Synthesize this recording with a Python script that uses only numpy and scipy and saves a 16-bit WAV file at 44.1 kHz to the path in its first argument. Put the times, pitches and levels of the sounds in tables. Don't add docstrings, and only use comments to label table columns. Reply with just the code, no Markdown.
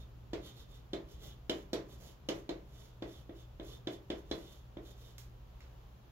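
import sys
import numpy as np
from scipy import signal
from scipy.fft import rfft, irfft, next_fast_len
from scipy.io import wavfile
from scipy.ndimage import uniform_filter1d, map_coordinates

SR = 44100
rng = np.random.default_rng(int(sys.argv[2]) if len(sys.argv) > 2 else 0)


def int16_out(signal):
    q = np.round(np.clip(np.atleast_2d(signal).T, -1, 1) * 32767)
    wavfile.write(sys.argv[1], SR, q.astype(np.int16))


N = 269654


def amp(db):
    return 10 ** (np.asarray(db) / 20)


def unit(x):
    return x / np.sqrt(np.mean(x ** 2) + 1e-20)


def struck(x):
    return x / np.sqrt(np.mean(x[..., :round(.03 * SR)] ** 2) + 1e-20)


def along(points, hz):
    f, v = np.transpose(points)
    return np.interp(np.log(hz + 1), np.log(f + 1), v)


def wobble(rate):
    return map_coordinates(rng.standard_normal(int(N * rate / SR) + 4), [np.arange(N) * rate / SR])


def filtered(x, response):
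    n = x.shape[-1]
    m = next_fast_len(n + SR // 4)
    return irfft(rfft(x, m) * response(np.fft.rfftfreq(m, 1 / SR)), m)[..., :n]


def dulled(hz, corner_hz):
    return 1 / (1 + 1j * np.sqrt(2) * hz / corner_hz - (hz / corner_hz) ** 2)


def add(track, s, sound):
    part = track[..., max(round(s * SR), 0):][..., :sound.shape[-1]]
    part += sound[..., :part.shape[-1]]


# f/Hz, left-right correlation
CORRELATION = [(100, 0.95), (330, 0.65), (700, 0.1), (1500, 0.051), (12000, 0.066)]

def diffuse(spectrum, n):
    def mid_side_eq(hz):
        width = np.arccos(np.clip(along(CORRELATION, hz), -1, 1)) / 2
        return amp(along(spectrum, hz)) * [np.cos(width), np.sin(width)]
    mid, side = filtered(rng.standard_normal((2, n)), mid_side_eq)
    return unit(np.array([mid + side, mid - side]))


# f/Hz, level/dB
MOTOR_HUM = [(59.2, -61), (118.4, -62.5)]
# f/Hz, level/dB
RUMBLE_EQ = [(12, -38), (25, -9.5), (36, -4.5), (46, 5.5), (54, -5), (70, 0.5), (84, -8.5), (98, -17.5),
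             (132, -5), (155, -12), (300, -23), (600, -74)]
# f/Hz, level/dB
AIR_EQ = [(120, 3), (200, -8), (350, 6), (600, 3), (1100, -0.5), (2100, -10.5), (3100, -8), (5000, -15.5),
          (7200, -18), (8300, -20.5), (9700, -22.5), (11000, -13.5), (16000, -13)]

def ventilation():
    t = np.arange(N) / SR
    hum = sum(amp(db + 2.3 * wobble(5)) * np.sqrt(2) * np.sin(2 * np.pi * hz * t + .5 * wobble(2.78))
              for hz, db in MOTOR_HUM)
    eddies_db, ease_db_per_s = 1.3 * wobble(6), 0.5
    rumble = amp(-54.5 - ease_db_per_s * t + eddies_db) * diffuse(RUMBLE_EQ, N)
    air = amp(-64.5) * diffuse(AIR_EQ, N)
    swell = amp(1.5 * wobble(1.18))
    return swell * hum + rumble + air


# f/Hz, t60/s
ROOM_DECAY = [(150, 0.12), (400, 0.27), (1000, 0.38), (3000, 0.22), (7000, 0.16), (15000, 0.093)]

def in_room(x, wet_db):
    hz, t, noise = signal.stft(rng.standard_normal((2, SR // 2)), SR, nperseg=256)
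    decay = amp(-60 * t / along(ROOM_DECAY, hz)[:, None])
    tail = signal.istft(noise * decay * (1 - np.exp(-t / 0.0032)), SR, nperseg=256)[1]
    wet = signal.fftconvolve(np.atleast_2d(x), tail / np.linalg.norm(tail[0]), axes=1)
    return x + amp(wet_db) * wet[:, :x.shape[-1]]


# f/Hz, level/dB
STICK_MODES = [(3020, -3.5), (3170, -3), (3446, 1), (3620, -2), (4020, -8)]

def stick(hz, width_hz=110):
    return sum((-1) ** k * amp(db) * 1j * hz * width_hz / (f * f - hz * hz + 1j * hz * width_hz)
               for k, (f, db) in enumerate(STICK_MODES))


def patchy(x, depth_db=-0.5):
    bins = signal.stft(x, nperseg=512)[2]
    patches = uniform_filter1d(rng.standard_normal(bins.shape), size=4, axis=0)
    patches = uniform_filter1d(patches, size=10, axis=1)
    return signal.istft(bins * amp(depth_db * unit(patches)), nperseg=512)[1][:len(x)]


# t/s, length/s, level/dB
STROKE_CUES = [(0.01, 0.078, -67.5), (0.476, 0.13, -62), (0.599, 0.092, -63), (0.746, 0.13, -67.5),
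               (1.129, 0.094, -65.5), (1.271, 0.14, -58.5), (1.59, 0.099, -65.5), (1.926, 0.085, -62.5),
               (2.066, 0.15, -61.5), (2.376, 0.13, -67.5), (2.811, 0.25, -66.5), (3.137, 0.2, -67),
               (3.398, 0.11, -69), (3.709, 0.15, -61), (3.939, 0.067, -62.5), (4.187, 0.062, -69.5),
               (4.454, 0.34, -65), (4.889, 0.1, -63.5), (5.057, 0.2, -65.5)]
# t/s, pitch ratio, rasp trim/dB
GRIP_MOVES = [(.48, 1.035, 4), (.7, 1.03, 0), (1.301, 0.99, -0.5), (2.1, 1.015, -7.5), (3.2, 1, 1),
              (5.1, 1.024, -1.5)]
# f/Hz, level/dB
CRUMBLE_EQ = [(150, 6.5), (400, 11.5), (1000, -1.5), (2300, -6), (4500, -3.5), (6500, -1), (9000, -4.5),
              (11800, 2), (13500, -7.5), (16000, -5.5)]

def strokes():
    t = np.arange(N) / SR
    grip_s, pitch, trim_db = np.transpose(GRIP_MOVES)
    envelope, speed = np.zeros((2, N))
    for s, length, db in STROKE_CUES:
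        bell = np.exp(-np.abs((t - s + 0.0069) / (0.42 * length)) ** 2.4)
        speed += bell
        envelope += amp(db) * bell
    grain_rate = 4500 * (speed + 0.11)
    grains = (rng.random(N) < grain_rate / SR) * rng.standard_normal(N) * np.sqrt(SR / grain_rate)
    friction = grains * amp(1.5 * wobble(70))
    crumble = unit(patchy(filtered(friction, lambda hz: amp(along(CRUMBLE_EQ, hz)))))
    rasp = patchy(filtered(friction, lambda hz: stick(hz, width_hz=220)))
    playhead = np.cumsum(np.interp(t, grip_s, pitch))
    rasp = unit(map_coordinates(rasp, [playhead], mode="wrap"))
    rasp_db = np.interp(t, grip_s, trim_db) - 2.5
    return in_room(envelope * (amp(1.5) * crumble + amp(rasp_db) * rasp), wet_db=-2)


# t/s, blow level/dB, stick ring trim/dB
TAP_CUES = [(0.331, -28, -11), (0.931, -27.5, 0), (1.494, -25, 5), (1.73, -24.5, -11), (2.286, -25, 0.5),
            (2.49, -28, -1), (3.021, -31, -3.5), (3.292, -36.5, -6), (3.596, -34, 0), (3.87, -28.5, 4),
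            (4.1, -28, 1.5), (4.311, -27, 4), (4.768, -35, -2)]
# f/Hz, level/dB, t60/s
PANEL_MODES = [(127.4, -11, 0.99), (179.6, -8, 0.61), (208, -16.5, 0.77), (236, -28, 0.14),
               (267, -16.5, 0.64), (296.4, -2, 0.4), (326, 2.5, 0.33), (339, 1, 0.36), (381, 1.5, 0.24),
               (394.8, -8.5, 0.65), (415.6, -3.5, 0.34), (443, -1.5, 0.21), (502, -4, 0.29),
               (520, -14.5, 0.36), (564, -13, 0.65), (588, -15, 0.39), (631, -3.5, 0.28), (682.5, -6, 0.28),
               (786, -19.5, 0.3), (858, -25, 0.39), (1022, -15, 0.54)]
# f/Hz, level/dB, t60/s
DENT_MODES = [(231.7, -12.5, 0.074), (314.4, 5, 0.025), (508, -2.5, 0.022)]
# f/Hz, level/dB
CLATTER_EQ = [(100, -40), (200, -3), (380, 7.5), (650, -1), (850, -7.5), (1400, -13), (2100, -12),
              (3000, -20.5), (5000, -25), (9000, -23)]

def panel_thumps():
    out, t = np.zeros((2, N)), np.arange(round(.7 * SR)) / SR
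    hz, mode_db, t60 = np.transpose(PANEL_MODES)[:, :, None]
    spread = rng.normal(0, 1.0, (2, *hz.shape)) * hz / 1000
    modes = amp(mode_db - 60 * t / t60) * np.sin(2 * np.pi * hz * t + spread) * (1 - np.exp(-t / 0.006))
    dent = sum(amp(db - 60 * t / life) * np.sin(2 * np.pi * f * t) for f, db, life in DENT_MODES)
    dent *= 1 - np.exp(-t / 0.0013)
    clatter_decay = amp(-60 * t / 0.33) + 0.064 * amp(-60 * t / 0.027)
    for s, db, _ in TAP_CUES:
        ring = (modes * amp(rng.normal(0, 0.6, hz.shape))).sum(axis=1)
        clatter = struck(diffuse(CLATTER_EQ, len(t)) * clatter_decay)
        clatter = filtered(clatter, lambda f: dulled(f, 4200 * amp(0.51 * (db + 31))))
        clatter_db = -15 + 0.56 * (db + 29)
        add(out, s + 0.001517, amp(db) * (amp(clatter_db) * clatter - amp(0.5) * dent - amp(-15) * ring))
    low_cut_hz = 175
    return filtered(out, lambda f: (f / low_cut_hz) ** 2 * dulled(f, low_cut_hz))


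# f/Hz, level/dB
CRACK_EQ = [(800, -14), (2400, 2.5), (4000, 7), (6500, -0.5), (8000, -1), (11000, -1), (16000, -12)]

def tip_hits():
    out, t = np.zeros((2, N)), np.arange(SR // 2) / SR
    usual_blow_db = -27.5
    for s, blow_db, trim_db in TAP_CUES:
        force_db = blow_db - usual_blow_db
        ring_db = -49 + 1.7 * force_db + trim_db
        crack_db = -52.5 + 2.8 * force_db
        contact = signal.unit_impulse(len(t)) + 0.4 * rng.standard_normal(len(t)) * amp(-60 * t / 0.0072)
        pitch = 1 + 0.015 * rng.standard_normal()
        ring = filtered(contact, lambda hz: stick(hz / pitch) * dulled(hz, 3800))
        ring = struck(in_room(ring, wet_db=-7))
        corner_hz = 12000 * amp(0.59 * (crack_db + 43.5))
        noise = rng.standard_normal(len(t))
        crack = filtered(noise, lambda hz: amp(along(CRACK_EQ, hz)) * dulled(hz, corner_hz))
        crack = struck(in_room(crack * amp(-60 * t / 0.04), wet_db=-2.5))
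        add(out, s + 0.001963, amp(ring_db) * ring + amp(crack_db) * crack)
    return out


# t/s, level/dB, low-pass f/Hz
TICK_CUES = [(5.182, -54.5, 15000), (5.606, -65, 3520)]

def ticks():
    out, t = np.zeros(N), np.arange(SR // 4) / SR
    snap, tail = 5 * amp(-60 * t / .007), amp(-60 * t / 0.27)
    for s, db, corner_hz in TICK_CUES:
        grit = filtered(rng.standard_normal(len(t)), lambda hz: hz / (hz + 1500) * dulled(hz, corner_hz))
        add(out, s, amp(db) * struck(grit * (snap + tail)))
    return in_room(out, wet_db=-5)


def sleeve():
    t = np.arange(N) / SR
    peak_s, half_length_s = 5.71, 0.26
    return amp(-67) * np.exp(-((t - peak_s) / half_length_s) ** 2) * diffuse(AIR_EQ, N)


# f/Hz, left minus right level/dB
PAN_EQ = [(1200, 0), (3000, -3.5), (6000, -10), (9000, 2.5), (13000, -17)]

def scene():
    lag_s, side = 5 / SR, np.array([[.5], [-.5]])
    chalk = panel_thumps() + tip_hits() + ticks() + strokes()
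    pan = lambda hz: amp(side * along(PAN_EQ, hz)) * np.exp(-2j * np.pi * hz * lag_s * side)
    return filtered(chalk, pan) + sleeve() + ventilation()


# f/Hz, level/dB
MIC_EQ = [(7200, 0), (8000, -8.5), (9500, -9.5), (11000, -6)]

def record(dry):
    return filtered(dry, lambda hz: amp(along(MIC_EQ, hz)) * (hz < 15800))


dry = scene()
out = record(dry)
int16_out(out)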